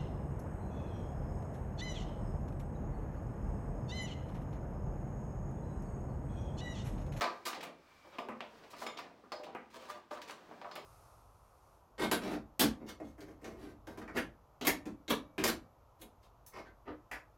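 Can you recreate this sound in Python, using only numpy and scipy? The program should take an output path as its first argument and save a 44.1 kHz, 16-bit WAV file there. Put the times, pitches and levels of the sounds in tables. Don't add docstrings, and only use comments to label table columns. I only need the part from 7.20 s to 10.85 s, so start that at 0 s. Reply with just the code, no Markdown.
import sys
import numpy as np
from scipy import signal
from scipy.fft import rfft, irfft
from scipy.io import wavfile
from scipy.ndimage import uniform_filter1d

SR = 44100
rng = np.random.default_rng(int(sys.argv[2]) if len(sys.argv) > 2 else 0)


def log_audio(samples):
    frames = np.atleast_2d(samples).T
    limited = np.clip(frames, -1, 1)
    pcm = np.round(limited * 32767).astype(np.int16)
    wavfile.write(sys.argv[1], SR, pcm)


N = 160965


def from_db(db):
    return 10 ** (np.asarray(db) / 20)


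def rms_one(x):
    return x / np.sqrt(np.mean(x ** 2) + 1e-20)


def unit_energy(x):
    return x / np.sqrt(np.sum(x ** 2) + 1e-20)


def in_time(rows):
    return np.interp(np.arange(N) / SR, *np.transpose(rows))


def at_hz(points, hz):
    f, value = np.transpose(points)
    return np.interp(np.log(np.maximum(hz, 1)), np.log(f), value)


def add(out, s, sound):
    i = max(int(s * SR), 0)
    out[i:i + len(sound)] += sound[:N - i]


def colour(x, points, size=2048):
    gain = from_db(at_hz(points, np.fft.rfftfreq(size, 1 / SR)))
    cepstrum = irfft(np.log(gain))
    cepstrum[1:size // 2] *= 2
    cepstrum[size // 2 + 1:] = 0
    impulse = irfft(np.exp(rfft(cepstrum)))
    return signal.fftconvolve(x, impulse)[:len(x)]


def resonance(x, hz, width_hz):
    r = np.exp(-np.pi * width_hz / SR)
    zeros = np.array([1, 0, -1]) * (1 - r * r) / 2
    poles = [1, -2 * r * np.cos(2 * np.pi * hz / SR), r * r]
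    return signal.lfilter(zeros, poles, x + 1e-18)


def grains(per_s, count):
    return rms_one((rng.random(count) < per_s / SR) * rng.laplace(size=count))


EVEN_HZ = 173


def even(x):
    spectrum = rfft(x, 2 * len(x))
    bins = int(EVEN_HZ * 2 * len(x) / SR) + 1
    power = uniform_filter1d(np.abs(spectrum) ** 2, size=bins)
    return unit_energy(irfft(spectrum / np.sqrt(power + 1e-12))[:len(x)])


# f/Hz, level/dB
AIR_COLOUR = [(25, -24), (40, -16), (62, 10), (110, 6.5), (600, 3), (1200, -2), (5000, -18.5), (9000, -27),
              (15000, -30)]
AIR_DB = -71.5


def workshop_air():
    return from_db(AIR_DB) * rms_one(colour(rng.standard_normal(N), AIR_COLOUR))


# f/Hz, t60/s
ROOM_T60 = [(150, 0.52), (400, 0.52), (1000, 0.38), (7000, 0.27), (15000, 0.15)]
ROOM_DB, ROOM_GAP_S, ROOM_BUILD_S = -1.5, 0.0017, 0.0073
EARLY_DB, EARLY_S = 1, 0.0047
BLOOM_S, BLOOM_HZ, BLOOM_WIDTH_HZ, BLOOM_DB = .017, 632, 178, -0.5


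def workshop(x):
    t = np.arange(SR // 2) / SR
    spectrum = rfft(rng.standard_normal(len(t)))
    log_hz = np.log(np.fft.rfftfreq(len(t), 1 / SR) + 1)
    centres, t60s = np.transpose(ROOM_T60)
    tail = 0
    for band, t60 in zip(np.eye(len(centres)), t60s):
        band_noise = irfft(spectrum * np.interp(log_hz, np.log(centres), band), len(t))
        tail = tail + band_noise * np.exp(-np.log(1000) * t / t60)
    arrival = np.clip((t - ROOM_GAP_S) / ROOM_BUILD_S, 0, 1)
    early = rng.standard_normal(len(t)) * np.exp(-t / EARLY_S)
    response = from_db(ROOM_DB) * unit_energy(arrival * tail) + from_db(EARLY_DB) * unit_energy(early)
    response[0] += np.sqrt(.5)
    bloom = np.zeros(len(t))
    bloom[int(BLOOM_S * SR)] = from_db(BLOOM_DB)
    for _ in range(2):
        bloom = resonance(bloom, BLOOM_HZ, BLOOM_WIDTH_HZ)
    return signal.fftconvolve(x, even(response) + bloom)


# t/s, level/dB
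SEEP_LEVEL = [(0, -59.5), (.5, -74.5), (.72, -65.5), (.95, -64.5), (1.15, -72), (1.38, -63), (1.95, -72),
              (2.87, -74.5), (3.2, -66)]
# f/Hz, level/dB
SEEP_COLOUR = [(300, 3.5), (1200, 10.5), (2500, 1.5), (5000, -1.5), (10000, -15.5)]
WHISTLE_HZ, WHISTLE_WIDTH_HZ, WHISTLE_DB = 2320, 190, -7
WHISTLE_FADE_S = (0.95, 0.99)


def seep():
    hiss = rms_one(colour(rng.standard_normal(N), SEEP_COLOUR))
    whistle = rng.standard_normal(N)
    for _ in range(2):
        whistle = resonance(whistle, WHISTLE_HZ, WHISTLE_WIDTH_HZ)
    fade = np.interp(np.arange(N) / SR, WHISTLE_FADE_S, [1, 0])
    return from_db(in_time(SEEP_LEVEL)) * (hiss + from_db(WHISTLE_DB) * fade * rms_one(whistle))


# t/s, level/dB
SHUFFLE_LEVEL = [(0, -48), (.22, -93), (.39, -51.5), (.49, -59), (.6, -79), (.82, -92), (1.05, -57.5),
                 (1.17, -64.5), (1.44, -61.5), (1.9, -58.5), (2.08, -77.5), (2.3, -51.5), (2.5, -100),
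                 (2.76, -81), (2.87, -96), (3.03, -61), (3.65, -61.5)]
# f/Hz, level/dB
SHUFFLE_COLOUR = [(50, -30), (110, -9), (230, 3.5), (600, 1.5), (1200, -7.5), (2500, -16), (6000, -40),
                  (14000, -67)]
SHUFFLE_GRAINS_PER_S = 700


def shuffle():
    ticks = rms_one(colour(grains(SHUFFLE_GRAINS_PER_S, N), SHUFFLE_COLOUR))
    return workshop(from_db(in_time(SHUFFLE_LEVEL)) * ticks)[:N]


# f/Hz, width/Hz, nominal boost/dB
BODY = [(174, 9, 4), (235, 12.5, 8), (349, 28, 5.5), (408, 8.3, 3.5), (516, 16, 7.5), (599.3, 11.5, 9),
        (700, 5.7, 8), (774, 33, 4.5), (993, 90, 7), (1196, 73, 8), (1380, 200, -3), (2350, 120, 2)]
BODY_SPREAD_DB = 3
BASS_CUT_HZ = 224


def body(x):
    for hz, width_hz, nominal_db in BODY:
        boost_db = nominal_db + BODY_SPREAD_DB * rng.uniform(-1.04, 1)
        x = x + (from_db(boost_db) - 1) * resonance(x, hz, width_hz)
    bass_cut = signal.butter(5, BASS_CUT_HZ, "high", fs=SR, output="sos")
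    return signal.sosfilt(bass_cut, x)


# start t/s, rise/s, hold/s, relative level/dB at each of SWISH_HZ
SWISHES = [(0.252, 0.0017, 0.029, -35.5, -34.5, -45.5), (0.358, 0.0086, 0.017, -37.5, -66, -79),
           (0.417, 0.011, 0.012, -36, -41.5, -64), (0.84, 0.01, 0.035, -44.5, -73, -84),
           (0.918, 0.01, 0.033, -41, -53, -99), (1.434, 0.0037, 0.008, -40.5, -47.5, -77),
           (1.5, 0.0061, 0.013, -49.5, -46, -59), (1.561, 0.0083, 0.067, -48, -46.5, -61),
           (1.595, 0.011, 0.03, -45, -45, -57), (2.498, 0.0064, 0.041, -51.5, -55.5, -73),
           (2.535, 0.014, 0.022, -36, -45.5, -60.5), (2.585, 0.012, 0.106, -46.5, -53, -70.5),
           (2.681, 0.013, 0.015, -37.5, -44.5, -59), (2.741, 0.0041, 0.034, -41.5, -60, -74),
           (2.903, 0.018, 0.032, -37.5, -48, -64.5), (3.069, 0.013, 0.029, -41, -43, -59)]
SWISH_HZ = [900, 4300, 12000]
SWISH_RELEASE_S, SWISH_GRAINS_PER_S, SWISH_DB = 0.0035, 2500, -3


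def swishes():
    out, t = np.zeros(N), np.arange(SR // 4) / SR
    for s, rise, hold, *levels_db in SWISHES:
        release = np.exp(-np.maximum(t - rise - hold, 0) / SWISH_RELEASE_S)
        envelope = np.minimum(t / rise, 1) * release
        slips = envelope * grains(SWISH_GRAINS_PER_S, len(t))
        friction = colour(slips, list(zip(SWISH_HZ, levels_db)))
        add(out, s, workshop(body(friction)))
    return from_db(SWISH_DB) * out


MODE_SPLIT_HZ = 29


def ring(modes):
    t, out = np.arange(SR // 3) / SR, 0
    for hz, db, t60 in modes:
        decay = from_db(db) * np.exp(-np.log(1000) * t / t60)
        for pitch in hz + MODE_SPLIT_HZ * np.array([-.5, .5]) * (1 + .5 * rng.normal()):
            out = out + decay * np.cos(2 * np.pi * pitch * t)
    return unit_energy(out)


# f/Hz, relative level/dB, t60/s
FRAME = [(190, -9.5, 0.18), (232.6, 7.5, 0.23), (765, 0.5, 0.15), (2487, -5, 0.055)]
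# t/s, level/dB before the room
THUDS = [(1.0867, -16.5), (2.349, -18.5)]


def thuds():
    out = np.zeros(N)
    for s, db in THUDS:
        add(out, s, workshop(from_db(db) * ring(FRAME)))
    return out


# f/Hz, relative level/dB, t60/s
LEVER = [(2220, 7.5, .06), (3300, -4, 0.079), (3587, 3.5, .08), (5130, -1, 0.18), (6980, -4.5, 0.14),
         (10950, -21, 0.14)]
# f/Hz, relative level/dB, t60/s
SOCKET = [(4400, 5, 0.06), (4550, -9, 0.13), (5010, 2, .17), (5200, -9, 0.24), (7046, -19, 0.2),
          (7221, -22, 0.13)]
# t/s, pump lever level/dB, handle socket level/dB
CLANKS = [(0.9857, -32, -36), (1.667, -16.5, -45), (2.1199, -45, -21.5), (3.513, -47, -30),
          (3.556, -26, -45)]


def clanks():
    out = np.zeros(N)
    for s, lever_db, socket_db in CLANKS:
        steel = from_db(lever_db) * ring(LEVER) + from_db(socket_db) * ring(SOCKET)
        add(out, s, workshop(steel))
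    return out


# t/s, chatter decay/s, relative level/dB at each of KNOCK_HZ
KNOCKS = [(0.0098, 0.01, 6, 12, 11.5, 3, 2.5, -17), (0.039, .007, 4, 8, 1, -3, -0.5, -37),
          (0.2572, 0.025, -3.5, 1, 3, -5.5, -4, -15), (0.3309, 0.0018, -4, -6.5, -2.5, -3.5, -11.5, -38),
          (0.345, 0.0045, -17, -1, -16, -15, -11, -34), (0.407, 0.0046, -13, -19, -10, -8.5, -14.5, -32.5),
          (0.4301, 0.0057, -8, -5, -7, -5, -16, -22), (0.9847, 0.0038, 4.5, 4, -5.5, -1, -19.5, -33.5),
          (1.0865, 0.0023, -2.5, 1, -1.5, -10, -57, -65), (1.2061, 0.0011, -7.5, 0.5, -4, -2, -16, -40.5),
          (1.533, 0.002, -19, -8.5, -11.5, -14, -30, -48), (1.619, 0.0039, -2, 1.5, -3.5, -17, -43, -45),
          (1.665, 0.0032, -1.5, -2, -2, -2.5, -11.5, -32), (1.772, 0.0079, -6.5, -11, -10, -6.5, -7.5, -36),
          (1.787, 0.0045, -11, -2.5, -3.5, -7.5, -18, -31.5),
          (2.037, 0.0055, -4.5, -17.5, -16.5, -54, -63, -55), (2.1195, 0.0055, 0, 4, -3, -8.5, -10, -33),
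          (2.196, 0.0074, -4, 0, -40, -29, -37, -46), (2.233, .0073, -13, -19, -13.5, -10.5, -18, -35.5),
          (2.267, 0.0056, -21, -4.5, -27, -42, -26, -67), (2.349, 0.0025, -0.5, 1, -2, -7.5, -54, -60),
          (2.697, 0.0069, -28, -10, -1.5, -20, -36, -30), (2.9105, 0.0049, -1, 1.5, -8, -15, -18.5, -36),
          (2.973, 0.0027, -10, -5, -8, -19, -26, -41), (3.017, 0.0031, -27, -26, -7.5, -10.5, -12.5, -30),
          (3.096, 0.0041, -14, -8, -6, -12, -23, -41), (3.312, 0.0072, -7, -7, -13, -26.5, -46, -60),
          (3.4147, 0.0043, -16, -3.5, -12, -17.5, -22, -51),
          (3.444, 0.0059, -13.5, 0, -6.5, -18.5, -32, -62), (3.513, 0.0062, -12.5, -6, -11, -16, -13, -49),
          (3.5545, 0.0022, -11, -18, -14, -17, -23, -22), (3.559, 0.0056, -6.5, 0, -6, -6.5, -12.5, -57)]
KNOCK_HZ = [270, 780, 1650, 2750, 4600, 10500]
RATTLE_GRAINS_PER_S, RATTLE_DB, KNOCK_DB = 1500, 3, -3.5
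LOOSE_S = 0.011


def knocks():
    out, t = np.zeros(N), np.arange(SR // 4) / SR
    for s, chatter_s, *levels_db in KNOCKS:
        chatter = grains(RATTLE_GRAINS_PER_S, len(t)) * np.exp(-t / chatter_s)
        contact = from_db(RATTLE_DB) * unit_energy(chatter)
        contact[0] += np.exp(-chatter_s / LOOSE_S)
        knock = colour(even(contact), list(zip(KNOCK_HZ, levels_db)))
        add(out, s, workshop(body(knock)))
    return from_db(KNOCK_DB) * out


def scene():
    background = workshop_air() + seep() + shuffle()
    jack = swishes() + thuds() + clanks() + knocks()
    return (background + jack)[None]


CUTOFF_HZ = 15850


def record(dry):
    return signal.sosfilt(signal.ellip(12, .1, 70, CUTOFF_HZ, fs=SR, output="sos"), dry)


dry = scene()
out = record(dry)
log_audio(out)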